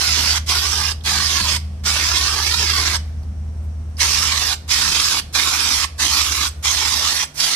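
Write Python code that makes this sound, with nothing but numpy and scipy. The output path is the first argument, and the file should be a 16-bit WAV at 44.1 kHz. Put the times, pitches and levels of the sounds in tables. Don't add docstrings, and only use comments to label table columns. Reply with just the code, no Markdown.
import sys
import numpy as np
from scipy import signal
from scipy.fft import rfft, irfft, next_fast_len
from scipy.io import wavfile
from scipy.ndimage import uniform_filter1d, map_coordinates

SR = 44100
rng = np.random.default_rng(int(sys.argv[2]) if len(sys.argv) > 2 else 0)


def materialize(psi):
    bounded = np.clip(np.atleast_2d(psi).T, -1, 1)
    quanta = np.round(bounded * 32767).astype(np.int16)
    wavfile.write(sys.argv[1], SR, quanta)


def boost(x):
    u = np.asarray(x, float) / 20
    return 10 ** u


N = 332955
PAD = next_fast_len(N + SR)
TIME = np.arange(N) / SR
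HZ = np.maximum(np.fft.rfftfreq(PAD, 1 / SR), 1)
DOOR_TURN_S = 3.5

# valve cracks open in seconds, full flow in seconds,
# finger lets go in seconds, level of the first crack in dB.
TRIGGER_PULLS = [
    (-.3, -.2, 0.38, -25),
    (0.461, 0.492, 0.92, -23),
    (1.037, 1.062, 1.5674, -22),
    (1.836, 1.864, 2.962, -27),
    (3.975, 4.006, 4.54, -32),
    (4.678, 4.707, 5.197, -26.5),
    (5.327, 5.352, 5.845, -27),
    (5.979, 6.003, 6.479, -28.5),
    (6.626, 6.65, 7.24, -24),
    (7.342, 7.402, 7.706, -36),
]


def valve():
    closed_db, blow_db = -66, -6
    spit_s = .004
    pulls = []
    for crack, full, off, crack_db in TRIGGER_PULLS:
        times = [crack - spit_s, crack, full - spit_s, full, off, off + 0.019, off + 0.067, off + 0.26]
        levels_db = [closed_db, crack_db, blow_db, 0, 0, -32.5, -49, closed_db]
        pulls.append(np.interp(TIME, times, levels_db))
    return np.max(pulls, axis=0)


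# flow at first in dB, flow at last in dB, splash against the jet in dB,
# fine hiss against the jet in dB, brightest frequency in Hz.
PULL_AIMS = [
    (-19.5, -19.5, -11, -10, 5050),
    (-20, -24, -11, -9, 5000),
    (-21, -21.5, -11, -8, 4800),
    (-20.5, -22, -10.5, -9, 5050),
    (-19, -22, -11.5, -8.5, 5150),
    (-18.5, -21, -11, -8, 5000),
    (-19.5, -20, -11, -7.5, 5640),
    (-19, -22, -12, -7.5, 5940),
    (-20, -20.5, -11, -8, 5200),
    (-18, -24, -12, -8.5, 5900),
]
# middle in seconds, length in seconds, change of flow in dB.
WRIST_SWINGS = [(.07, .03, 1.5), (2.0, 0.047, -0.5), (2.13, 0.045, -1), (2.43, 0.09, -1.5),
                (2.764, 0.084, 2.5), (4.2, 0.086, 0), (5.75, 0.05, 1.5), (6.09, .03, -2.5),
                (6.2, 0.045, 1.8), (6.3, 0.021, -1), (6.68, .04, -2), (7.098, 0.078, 1.1)]


def flow():
    surge_db, surge_s = 3, 0.065
    crack, full, off, _ = np.transpose(TRIGGER_PULLS)
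    pull = np.searchsorted(crack[1:], TIME)
    first_db, last_db, *aim = np.array(PULL_AIMS)[pull].T
    since = np.maximum(TIME - full[pull], 0)
    sag_db = (last_db - first_db) * np.minimum(since / (off - full)[pull], 1)
    change_db = surge_db * np.exp(-since / surge_s) + sag_db + swells(WRIST_SWINGS)
    return first_db, change_db, aim


# frequency in Hz, level in dB per Hz.
JET_COLOUR = [(150, -29), (250, -14), (388, -17), (535, -18.5), (951, -6.5), (1150, -3), (1610, -4.5),
              (2290, -3), (2760, -4.5), (3300, -2), (5300, 0.5), (7000, -2.5), (10000, -3), (14300, -10)]


def jet(opening_db, sputter_db):
    jet_db, change_db, (splash_db, fine_db, _) = flow()
    splash_db = splash_db + 0.62 * change_db
    fine_db = fine_db + 0.61 * change_db
    soap_lag_s = 0.0032
    soap_db = np.minimum(opening_db, np.interp(TIME - soap_lag_s, TIME, opening_db))
    noise = rfft(rng.standard_normal(PAD)) * boost(at_hz(JET_COLOUR))
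    low = 1 / (1 + (HZ / 2000) ** 6)
    high = 1 / (1 + (7000 / HZ) ** 10)
    # band, level in dB, how unevenly it sputters
    parts = [(low, splash_db + 0.74 * soap_db, 1.1),
             (1 - low - high, change_db + opening_db, .9),
             (high, fine_db + 0.59 * opening_db, .4)]
    out = 0
    for band, level_db, uneven in parts:
        flicker_db = uneven * (sputter_db + 0.85 * drift(28))
        out = out + boost(jet_db + level_db + flicker_db) * rms_one(irfft(noise * band, PAD)[:N])
    return out


def patches(x, patchy_db, streak_db, peak_db):
    hz, s, frames = signal.stft(x, SR, nperseg=512)
    wide = blotches(frames.shape, 6, 8)
    thin = blotches(frames.shape, 1, 8)
    brightest_hz = flow()[-1][-1] + 130 * drift(9.0)
    peak_hz = brightest_hz[np.minimum(s * SR, N - 1).astype(int)]
    bright = np.exp(-((hz[:, None] - peak_hz) / 600) ** 2)
    on_wheel = np.where(s < DOOR_TURN_S, 1.6, .9)
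    gain = boost(patchy_db * wide + streak_db * thin + peak_db * bright * on_wheel)
    return signal.istft(frames * gain, SR, nperseg=512)[1][:N]


# time in seconds, pitch in Hz, level in dB.
SHUTTING_WHISTLES = [
    (.4, 5800, -34),
    (.935, 8000, -35),
    (1.585, 8120, -32),
    (2.972, 8000, -26),
    (4.56, 7400, -33),
    (5.21, 8000, -34),
    (5.86, 8350, -34),
    (6.492, 8020, -26),
    (7.255, 8100, -27),
]


def whistle():
    out = np.zeros(N)
    for s, hz, db in SHUTTING_WHISTLES:
        swell = np.exp(np.where(TIME < s, (TIME - s) / 0.021, (s - TIME) / 0.003))
        out += boost(db) * swell * narrow(hz, 250)
    return out


# time in seconds, pitch in Hz, level in dB.
TRIGGER_TICKS = [
    (1.008, 3600, -37),
    (3.232, 4600, -46),
    (3.969, 5060, -31),
]


def clicks():
    out = np.zeros(N)
    for s, hz, db in TRIGGER_TICKS:
        out += boost(db) * (TIME > s) * np.exp(-np.abs(TIME - s) / 0.0051) * narrow(hz, 900)
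    return out


# time in seconds, extra travel time in ms.
GROUND_ECHO = [(0, 2.54), (.38, 4), (.47, 2.94), (.75, 2.47), (1.1, 2.44), (1.87, 3.8), (2.1, 2.94),
               (2.57, 2.09), (2.96, 3.17)]
# time in seconds, extra travel time in ms.
DOOR_ECHO = [(4.02, 1.4), (4.3, 0.92), (4.531, 1.24), (4.88, 0.75), (5.7, 0.84), (5.95, 1.17), (6.25, 0.75),
             (7.1, 1.08), (7.54, 1.36)]


def echoes(source):
    echo_ms, = in_time(GROUND_ECHO + DOOR_ECHO)
    low_aim = TIME < DOOR_TURN_S
    extra_ms = echo_ms - np.where(low_aim, 2.49, 0.73)
    echo_db = np.where(low_aim, -10, -13.5) - 9.5 * extra_ms
    echo_db += 2.5 * drift(2.5)
    dull = shape(source, 1 / (1 + (HZ / 3500) ** 2))
    out = source + boost(echo_db + 5.5) * late(dull, echo_ms)
    for ms, sign in [(.33, 0.46), (1.45, -0.91), (1.9, 1)]:
        out += sign * boost(-18.0) * late(source, ms * (1 + 0.129 * drift(0.93)))
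    return out


# delay in ms, level in dB, sign.
LEFT_PATHS = [(0.3804, 2.5, 1), (0.036, -7, -1.2), (0.013, -10, -0.89)]
# frequency in Hz, share of the left side (0 to 1).
SPRAY_SHARED = [(300, .995), (860, 0.82), (1400, 0.35), (2400, 0.28), (5000, 0.13), (8000, 0.092),
                (14000, 0.14)]
# frequency in Hz, left minus right in dB.
LEFT_SHADOW = [(60, -17), (110, -19), (200, -5), (370, 0.5), (680, -7), (1250, -10.5), (2290, -5.5),
               (4190, -6), (7690, -4.5), (14100, -13.5)]


def microphones(near, far):
    right = late(near, 0.45)
    alike = np.clip(at_hz(SPRAY_SHARED), 0, 1)
    steered = sum(sign * boost(db) * late(near, ms) for ms, db, sign in LEFT_PATHS)
    bass = 1 / (1 + (HZ / 500) ** 4)
    common = shape(steered, boost(3.0) * (1 - bass)) + shape(right, boost(3.0) * bass)
    left = shape(common, alike) + shape(far, np.sqrt(1 - alike ** 2))
    left = boost(-1.78) * shape(left, boost(at_hz(LEFT_SHADOW)))
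    return boost(2.0) * np.array([left, right])


def walls(source):
    s = TIME[:SR // 2]
    tails = 0
    for db, t60, cut_hz in [(-36.5, 0.21, 11400), (-53, 0.86, 4400)]:
        tail = rng.standard_normal((2, len(s))) * boost(db - 60 * s / t60) * (s > .004)
        tails = tails + rfft(tail, PAD) / (1 + (HZ / cut_hz) ** 2) / (1 + (500 / HZ) ** 2)
    return shape(source, tails) * boost([[-3.5], [0]])


# time in seconds, level in dB.
THUMP_LEVEL = [(0, -37), (.1, -25.5), (.6, -28), (1.2, -29), (1.6, -26), (2.2, -30), (2.6, -26.5),
               (3.7, -25.5), (4.5, -33), (5.2, -37.5), (6.0, -34), (6.6, -31.5), (7.0, -34), (7.55, -59)]
# multiple of the stroke rate, level in dB.
STROKE_TONES = [(4, -19), (6, 0), (7, -21), (8, -23), (9, -22), (11, -26), (12, -24), (16, -28)]
# frequency in Hz, level in dB per Hz.
RUMBLE_COLOUR = [(15, -20), (30, -6), (50, 3), (100, -3.5), (160, -9), (230, -8), (300, -22.5), (500, -70)]
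# middle in seconds, length in seconds, change in dB.
RUMBLE_BUMPS = [
    (.65, 0.064, -18),
    (1.42, .04, 14.5),
    (3.5, 0.33, 2),
    (4.7, 0.42, 5),
    (6.6, .3, -10),
]
# middle in seconds, length in seconds, gain in dB.
MOTOR_THROBS = [
    (.7, .12, 6),
    (2.2, .12, 10),
    (3.25, .15, 5),
    (4.9, .1, 6),
    (6.3, .6, 8.5),
]
# middle in seconds, length in seconds, gain of its overtones in dB.
MOTOR_STRAINS = [
    (.12, .08, 9.5),
    (.8, 0.092, 11.5),
    (1.17, 0.17, 16.5),
    (1.55, 0.13, 13),
    (1.85, 0.18, 13.5),
    (2.6, .12, 10.5),
    (3.3, .15, 7),
    (4.9, .1, 13),
]


def compressor():
    stroke_hz, motor_hz = 12.935, 67.2
    thump_db, = in_time(THUMP_LEVEL)
    turn_db = thump_db - thump_db.mean()
    motor_db = -42 + 0.48 * turn_db + swells(MOTOR_THROBS)
    overtone_db = -54 + 0.48 * turn_db + swells(MOTOR_STRAINS)
    rumble_db = -44 + 0.23 * turn_db + 2.0 * drift(2.0) + swells(RUMBLE_BUMPS)
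    mid, side = rms_one(shape(rng.standard_normal((2, N)), boost(at_hz(RUMBLE_COLOUR))))
    out = boost(rumble_db + 1.0) * (mid + 0.18 * side * np.array([[1], [-1]]))
    stroke_waver = 0.0014 * drift(1.0)
    motor_waver = 0.00344 * drift(1.0)
    for order, db in STROKE_TONES:
        out += hum_line(order * stroke_hz, thump_db + db, stroke_waver)
    out += hum_line(motor_hz, motor_db, motor_waver)
    for order in (2, 3):
        out += hum_line(order * motor_hz, overtone_db - 4.5, motor_waver)
    return out


# middle in seconds, length in seconds, gain in dB.
ENGINE_REVS = [
    (5.05, 0.49, 14.5),
    (6.6, .15, 9),
    (7.4, .25, 17),
]


def engine():
    hz = 155 - 3.5 * (TIME - 4.6)
    fade_in = np.clip((TIME - 4.3) / .3, 0, 1)
    return fade_in * hum_line(hz, -61.5 + swells(ENGINE_REVS), .012 * drift(2.5))


# frequency in Hz, level in dB per Hz.
YARD_COLOUR = [(150, -13.5), (260, -9), (273, -8.5), (453, -11), (536, -11), (574, -11.5), (691, -9.5),
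               (920, -15.5), (3480, -27.5), (8490, -30.5), (14600, -47)]
# frequency in Hz, left-right likeness (0 to 1).
YARD_SHARED = [(60, 0.61), (180, 0.87), (530, 0.46), (1590, 0.049), (4730, 0.05), (14100, 0.06)]
# pitch in Hz, width in Hz, level in dB.
HOSE_LEAKS = [
    (5700, 770, -63.5),
    (8600, 350, -70),
]
# time in seconds, level in dB, length in seconds.
HAND_RUSTLES = [
    (3.235, -58, .012),
    (3.645, -57, .02),
    (3.9, -66, .01),
]


def yard():
    colour = boost(at_hz(YARD_COLOUR))
    alike = np.clip(at_hz(YARD_SHARED), 0, 1)
    mid, side = rng.standard_normal((2, N))
    mid = shape(mid, colour * np.sqrt(1 + alike))
    side = shape(side, colour * np.sqrt(1 - alike))
    out = boost(-53 + 4.5 + 0.53 * drift(4.8)) * rms_one(np.array([mid + side, mid - side]))
    for hz, width_hz, db in HOSE_LEAKS:
        out += boost(db + 2 * drift(12)) * np.array([narrow(hz, width_hz), narrow(hz, width_hz)])
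    hiss = rms_one(shape(rng.standard_normal((2, N)), HZ / (HZ + 6000)))
    for s, db, length in HAND_RUSTLES:
        out += boost(db) * hiss * np.exp(-((TIME - s) / length) ** 2)
    return out * boost([[-1.1], [1.1]])


def hum_line(hz, level_db, waver):
    turn = 2 * np.pi * (np.cumsum(hz * (1 + waver)) / SR + rng.random())
    spread = 0.059 * np.array([[1], [-1]])
    return np.sqrt(2) * boost(level_db + .7 * drift(5)) * np.sin(turn + spread)


def narrow(hz, width_hz):
    return rms_one(shape(rng.standard_normal(N), 1 / (1 + (2 * (HZ - hz) / width_hz) ** 2)))


def swells(rows):
    return sum(db * np.exp(-((TIME - s) / length) ** 2) for s, length, db in rows)


def drift(rate_hz):
    coarse = 16
    size = next_fast_len(N // coarse + 2)
    hz = np.fft.rfftfreq(size, coarse / SR)
    slow = irfft(rfft(rng.standard_normal(size)) / (1 + (hz / rate_hz) ** 2), size)
    return np.interp(np.arange(N) / coarse, np.arange(size), rms_one(slow))


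def blotches(shape_, bins, frames):
    field = rng.standard_normal(shape_)
    for axis, size in [(-2, bins), (-2, bins), (-1, frames), (-1, frames)]:
        field = uniform_filter1d(field, size=size, axis=axis)
    return rms_one(field)


def late(x, ms):
    return map_coordinates(x, [np.arange(N) - ms * SR / 1000], order=3, mode="nearest")


def shape(x, gain):
    return irfft(rfft(x, PAD) * gain, PAD)[..., :N]


def at_hz(points):
    hz, value = np.transpose(points)
    return np.interp(np.log(HZ), np.log(hz), value)


def in_time(rows):
    s, *columns = np.transpose(rows)
    return [np.interp(TIME, s, c) for c in columns]


def rms_one(x):
    return x / np.sqrt(np.mean(x ** 2) + 1e-20)


def scene():
    opening_db = valve()
    sputter_db = 1.46 * drift(78) + 1.0 * drift(190)
    piping = whistle() + clicks()
    near = patches(jet(opening_db, sputter_db), patchy_db=2.0, streak_db=2.5, peak_db=2.5) + piping
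    far = patches(jet(opening_db, sputter_db), patchy_db=2.0, streak_db=2.5, peak_db=2.5) + piping
    return microphones(echoes(near), echoes(far)) + walls(near) + compressor() + engine() + yard()


def gaps(x):
    hz, s, frames = signal.stft(x, SR, nperseg=2048, noverlap=1536)
    hz = hz[:, None]
    power = uniform_filter1d(np.abs(frames) ** 2, size=2, axis=2)
    slot = uniform_filter1d(power, size=4, axis=1)
    around = uniform_filter1d(power, size=40, axis=1)
    masked = slot < around * boost(-16)
    seeds = 1. * (rng.random(frames.shape[1:]) < .0003 * (1 + (hz / 10500) ** 8))
    starved = uniform_filter1d(uniform_filter1d(seeds, size=5, axis=0), size=6, axis=1) > .01
    top_lost = (hz > 13850) & (drift(4)[np.minimum(s * SR, N - 1).astype(int)] > 1.3)
    dropped = (masked | starved) & (hz > 1300) | top_lost
    frames *= np.where(dropped, boost(-30), 1) * (hz < 14270)
    return signal.istft(frames, SR, nperseg=2048, noverlap=1536)[1][:, :N]


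def low_pass(x):
    return signal.sosfilt(signal.butter(12, 14710, fs=SR, output="sos"), x)


def record(dry):
    soft = 1.084 * np.tanh(dry / 1.126)
    return low_pass(gaps(soft))


dry = scene()
out = record(dry)
materialize(out)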